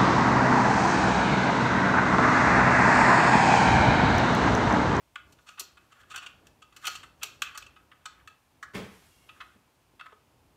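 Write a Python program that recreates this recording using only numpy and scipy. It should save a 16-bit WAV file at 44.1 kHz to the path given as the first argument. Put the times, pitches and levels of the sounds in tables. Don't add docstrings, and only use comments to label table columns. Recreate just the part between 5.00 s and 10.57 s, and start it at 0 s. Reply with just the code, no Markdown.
import sys
import numpy as np
from scipy import signal
from scipy.fft import rfft, irfft
from scipy.io import wavfile
from scipy.ndimage import uniform_filter1d

SR = 44100
rng = np.random.default_rng(int(sys.argv[2]) if len(sys.argv) > 2 else 0)


def dump(signal):
    limited = np.clip(np.atleast_2d(signal).T, -1, 1)
    pcm = np.round(limited * 32767).astype(np.int16)
    wavfile.write(sys.argv[1], SR, pcm)


def convert_level_to_amplitude(level_db):
    exponent = np.asarray(level_db, float) / 20
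    return 10 ** exponent


N = 245460

# start in seconds, low ring level in dB before the bass cut,
# middle ring in dB over low, upper ring in dB over low, rattle time in ms.
THREAD_KNOCKS = [(0.156,-35.5,-4,-18,5.6), (0.3214,-66.5,2.5,6.5,11.5), (0.594,-51,3.5,16,12),
                 (1.1585,-38,-1.5,-2.5,8.5), (1.468,-63,6,6.5,6), (1.7626,-53.5,2.5,2,11.3),
                 (1.8512,-44.5,6.5,2.5,12.6), (1.8676,-38,7,6.5,7.8), (2.2215,-57,8,0,10),
                 (2.230,-40,6.5,8,8.3), (2.4188,-29.5,3,-2,6.9), (2.574,-41.5,-4.5,2,8.2),
                 (2.9143,-52,-3.5,-27,13), (3.2737,-46,-3.5,-8,7.9), (3.6256,-36.5,-18.5,-14.5,13.3)]
# as for the knocks, but with swell time in ms.
THREAD_RUBS = [(0.3849,-59.5,-5.5,-24,3.8), (0.458,-56.5,0.5,-2,23), (0.4864,-49,2.5,-4.5,3.9),
               (0.570,-46,-3.5,-30,14), (0.6032,-50.5,5.5,9,3.5), (0.768,-53,-3.5,-14.5,7.1),
               (0.9163,-54.5,-4,-9.5,7.1), (1.0294,-56,-8,-23,5.3), (1.097,-44.5,-3,-7.5,14.1),
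               (1.1364,-40,-2.5,-17,8.8), (1.1741,-44.5,4.5,-2.5,5.3), (1.2171,-46.5,-0.5,-13,11.5),
               (1.259,-45.5,4.5,-5,6.3), (1.6172,-51.5,-1,-8.5,6.3), (1.722,-60,-1,-10,4.6),
               (1.834,-38.5,-4.5,-10.5,16.3), (1.8746,-32,-6,-2,4.1), (1.9481,-46.5,5,3,8),
               (2.0279,-46,-4.5,-11,6.9), (2.208,-47,1,-24,17), (2.5433,-43.5,-5,-11,9.3),
               (2.622,-52,5.5,-5,3), (2.6614,-56.5,6.5,-2,4.7), (2.758,-53.5,-4.5,-32,6.7),
               (3.054,-40,-3,-2.5,4.7), (3.6687,-59,-27,-30,3.5), (4.288,-51.5,4,-34,5.2),
               (4.4,-40.5,-6,-46,9.8), (4.993,-48.5,0.5,-29,5.3), (5.0086,-42,-5,-35,2.4),
               (5.0569,-44.5,-15,-30,5.4), (5.118,-54.5,-12,-31,6.4)]
# frequency in Hz, least width in Hz, relative level in dB.
STEEL_MODES = [(1220, 160, -10), (1206, 46, -0.5), (1272, 45, 11.5), (1344, 50, -2), (1430, 25, 8.5),
               (1498, 34, -3.5), (1998.3, 146, 2.5), (2660, 24, 13), (2870, 32, -1.5), (3010, 23, 0),
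               (4320, 44, -11), (4404, 50, 19.5), (5930, 110, 0), (8730, 280, 3), (11830, 130, -6)]
# modes from Hz, modes to Hz,
# crack from Hz, crack to Hz.
MODE_GROUPS = [(900, 2000, 1050, 1750), (2000, 3700, 2250, 3350), (3700, 7800, 3700, 7800),
               (7800, 15500, 7800, 13800)]
# most pressure in seconds, rise in seconds per 20 dB,
# fall in seconds per 20 dB, low ring level in dB before the bass cut, upper ring in dB over low.
FINGER_TURNS = [(0.56, 0.35, 0.3, -70.5, 2), (0.99, 0.23, .2, -61.5, -12), (1.2, 0.13, 0.27, -55.5, -12),
                (1.84, .13, 0.1, -58.5, -7), (1.92, 0.07, 0.1255, -49.5, -2), (2.32, 0.15, .15, -66, 1),
                (2.46, 0.05, 0.28, -51.5, -15), (3.21, .26, 0.03, -61, -24), (4.39, 0.25, 0.3, -65.5, -16)]
# start in seconds, peak in dB, centre in Hz, time constant in ms.
HAND_BUMPS = [(0.603, -49, 510, 11.6), (1.872, -42.5, 566, 11), (2.227, -48.5, 680, 19),
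              (4.55, -53.5, 290, 14.5), (4.931, -56, 306, 9.3), (5.12, -47.5, 620, 8.6),
              (5.356, -61, 218, 15)]
# frequency in Hz, width in Hz, relative level in dB.
SLIDE_MODES = [(2170, 240, -3), (2800, 160, 0), (3270, 200, -4), (5500, 300, -9)]
# time in seconds, mean thud level in dB, mean grit level in dB.
SHOE_DRAG = [(3.735, -60, -56), (3.753, -35.5, -37), (3.795, -37, -46), (3.955, -70, -63), (4.1, -79, -70)]
# frequency in Hz, relative level in dB per Hz.
SOLE_TONE = [(29, -41), (50, -16), (178, -6.5), (208, -6), (307, -15.5), (377, -11), (548, -14.5),
             (657, -21), (900, -48), (1170, -50), (1980, -120)]
# frequency in Hz, relative level in dB per Hz.
GRIT_TONE = [(470, -18), (800, 1.5), (2320, 1), (2940, -5), (3250, 0), (3630, -7.5), (10200, -18.5),
             (15500, -25)]
# time in seconds, mean level in dB.
CLOTH_SLIDE = [(3.85, -71), (3.952, -65.5), (4.468, -75), (4.6, -82)]
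# frequency in Hz, time to fall 60 dB in seconds.
ROOM_DECAY = [(150, 0.49), (600, 0.35), (1500, 0.37), (4000, 0.34), (9000, 0.11), (15000, 0.3)]
# frequency in Hz, relative level in dB per Hz.
HUM_TONE = [(12, -34), (20, -33), (53, 3), (81, 3), (210, -6), (285, -4), (446, -9), (1060, -9.5),
            (1190, -13), (1860, -18.5), (2670, -17), (3740, -22), (14700, -28.5), (16000, -34)]
# time in seconds, gain in dB.
RUMBLE_SWELL = [(0.0, -2.5), (1.1, 1), (2.5, 2.5), (3.4, -1.5), (3.86, 3.5), (5.57, -1)]


def unit(x):
    return x / np.sqrt(np.mean(x ** 2) + 1e-30)


def colour(x, points):
    hz, db = np.transpose(points)
    f = np.maximum(np.arange(len(x) // 2 + 1) * SR / len(x), 1)
    gain = convert_level_to_amplitude(np.interp(np.log(f), np.log(hz), db))
    return irfft(rfft(x) * gain, len(x))


def curve(rows):
    s, *columns = np.transpose(rows)
    return [np.interp(np.arange(N) / SR, s, c, -150, -150) for c in columns]


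def band(x, lo_hz, hi_hz):
    return signal.sosfilt(signal.butter(3, [lo_hz, hi_hz], "bandpass", fs=SR, output="sos"), x)


def contacts(shape, spread_db):
    return rng.standard_normal(shape) * convert_level_to_amplitude(spread_db * rng.exponential(size=shape))


def walk(rate):
    k = int(SR / rate)
    steps = np.repeat(rng.standard_normal(N // k + 1), k)
    return 1.32 * uniform_filter1d(uniform_filter1d(steps, k), k)[:N]


def knocks():
    def rattle(u):
        return np.minimum(u / 0.26, 1) * np.exp(-u ** 1.44)
    return touches(THREAD_KNOCKS, rattle, [1.15, 1.2, 4.5, 23], tick_db=-8)


def rubs():
    def swell(u):
        return u ** 1.6 * np.exp(-u ** 1.4)
    return touches(THREAD_RUBS, swell, [-8.5, -4.5, 2.0, 30], tick_db=-16)


def touches(table, shape, crack_db, tick_db):
    out, t = np.zeros(N + 10000), np.arange(3000) / SR
    chances = rng.standard_normal((len(table), 2 * len(STEEL_MODES)))
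    chatter = contacts((len(table), len(t)), 1.9)
    for (s, low_db, middle_db, upper_db, ms), chance, noise in zip(table, chances, chatter):
        push = noise * shape(t / (ms / 1000))
        parts = signal.fftconvolve(rings(chance, crack_db), push[None], axes=1)
        loud = np.sqrt(uniform_filter1d(parts ** 2, size=300, axis=1).max(axis=1))
        topmost_db = tick_db + 1.3 * upper_db
        level = convert_level_to_amplitude(low_db + np.array([0, middle_db, upper_db, topmost_db]))
        hit = (level / loud) @ parts
        i = int(s * SR)
        out[i:i + len(hit)] += hit
    return out[:N]


def rings(chance, crack_db):
    hz, width, db = np.array(STEEL_MODES).T[:, :, None]
    t = np.arange(4000) / SR
    weight, detune = chance.reshape(2, -1, 1)
    fade = np.sqrt(width) * np.exp(-np.pi * np.maximum(width, .035 * hz) * t)
    tone = np.sin(2 * np.pi * hz * (1 + .012 * detune) * t)
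    modes = convert_level_to_amplitude(db + 3 * weight) * fade * tone
    out = []
    for (lo, hi, crack_lo, crack_hi), crack in zip(MODE_GROUPS, crack_db):
        ring = modes[(hz[:, 0] >= lo) & (hz[:, 0] < hi)].sum(axis=0)
        click = band(1. * (t == 0), crack_lo, crack_hi)
        out.append(ring / np.linalg.norm(ring) + convert_level_to_amplitude(crack) * click / np.linalg.norm(click))
    return np.array(out)


def grind():
    s, rise, fall, low_db, upper_db = np.array(FINGER_TURNS).T[:, :, None]
    since = np.arange(N) / SR - s
    press_db = low_db - 20 * np.where(since < 0, -since / rise, since / fall)
    low = convert_level_to_amplitude(press_db).sum(axis=0)
    upper = convert_level_to_amplitude(press_db + upper_db).sum(axis=0)
    levels = (low, convert_level_to_amplitude(-7.5) * low, upper, convert_level_to_amplitude(-7) * upper)
    slips = unit(contacts(N, 2.5) * convert_level_to_amplitude(3.5 * walk(45)))
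    steady = np.zeros(2 * len(STEEL_MODES))
    out = 0
    for ring, level in zip(rings(steady, [4.0, 7.0, 3.2, 8]), levels):
        out = out + signal.fftconvolve(slips * level, ring / np.linalg.norm(ring))[:N]
    return out


def bumps():
    out, t = np.zeros(N + 4000), np.arange(4000) / SR
    noises = rng.standard_normal((len(HAND_BUMPS), len(t)))
    for (s, db, hz, ms), noise in zip(HAND_BUMPS, noises):
        u = t / (ms / 1000)
        thud = band(noise * u * np.exp(-u ** 2), hz / 1.85, hz * 1.53)
        i = int(s * SR)
        out[i:i + len(t)] += convert_level_to_amplitude(db) * thud / np.abs(thud).max()
    return out[:N]


def slide():
    start_s, rise_s, hold_s, fall_s, level_db = 4.04, .08, .12, .35, -72
    push = contacts(N, 1.5) * convert_level_to_amplitude(2 * walk(30))
    lines = 0
    for hz, width, db in SLIDE_MODES:
        lines = lines + convert_level_to_amplitude(db) * unit(band(push, hz - width / 2, hz + width / 2))
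    corners = start_s + np.cumsum([0, rise_s, hold_s, fall_s])
    swell = np.interp(np.arange(N) / SR, corners, [0, 1, 1, 0]) ** 2
    return convert_level_to_amplitude(level_db) * unit(lines) * swell


def scuff():
    thud_db, grit_db = curve(SHOE_DRAG)
    thud = unit(colour(contacts(N, 2.5), SOLE_TONE)) * convert_level_to_amplitude(thud_db + 2.0 * walk(50))
    grit = unit(colour(contacts(N, 2.1), GRIT_TONE)) * convert_level_to_amplitude(grit_db + 0.76 * walk(68))
    return thud + grit


def cloth():
    rustle = unit(band(contacts(N, 1.6), 2000, 13000))
    return rustle * convert_level_to_amplitude(curve(CLOTH_SLIDE)[0] + 0.5 * walk(28))


def room(x, wet_db=-9, gap_s=0.0011, hold_s=.04, count=6):
    t = np.arange(SR // 2) / SR
    hz, t60 = np.transpose(ROOM_DECAY)
    tail = 0
    for f in 63 * 2 ** np.arange(0, 8, .5):
        decay_s = np.interp(np.log(f), np.log(hz), t60)
        noise = band(rng.standard_normal((count, len(t))), f, f * np.sqrt(2))
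        tail = tail + noise * np.exp(-np.log(1000) * t / decay_s)
    tail = tail * np.clip(t / gap_s, 0, 1) ** 2
    echo = convert_level_to_amplitude(wet_db) * tail / np.linalg.norm(tail, axis=1, keepdims=True)
    turn = (np.arange(N) / SR / hold_s - np.arange(count)[:, None]) % count
    share = np.sin(np.pi / 2 * np.minimum(turn, 2))
    wet = signal.fftconvolve(x * share, echo, axes=1)[:, :N].sum(axis=0)
    return x + wet


def hum():
    noise = unit(colour(rng.standard_normal(N), HUM_TONE)) * convert_level_to_amplitude(-65)
    low = signal.sosfiltfilt(signal.butter(2, 800, fs=SR, output="sos"), noise)
    s, db = np.transpose(RUMBLE_SWELL)
    swell_db = np.interp(np.arange(N) / SR, s, db) + 2.33 * walk(8.1)
    return noise - low + low * convert_level_to_amplitude(swell_db)


def scene():
    steel = knocks() + rubs() + grind()
    bass_cut = signal.butter(3, 950, "highpass", fs=SR, output="sos")
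    body = convert_level_to_amplitude(-12) * band(steel, 300, 800)
    steel = signal.sosfilt(bass_cut, steel) + body
    near = steel + bumps() + scuff() + cloth() + slide()
    return (room(near) + hum())[None]


def roll_off(x):
    return signal.sosfilt(signal.butter(12, 16290, fs=SR, output="sos"), x)


def record(dry):
    cut = signal.ellip(8, .2, 60, 15600, fs=SR, output="sos")
    mix = signal.sosfilt(cut, dry)
    return roll_off(mix)


dry = scene()
out = record(dry)
dump(out)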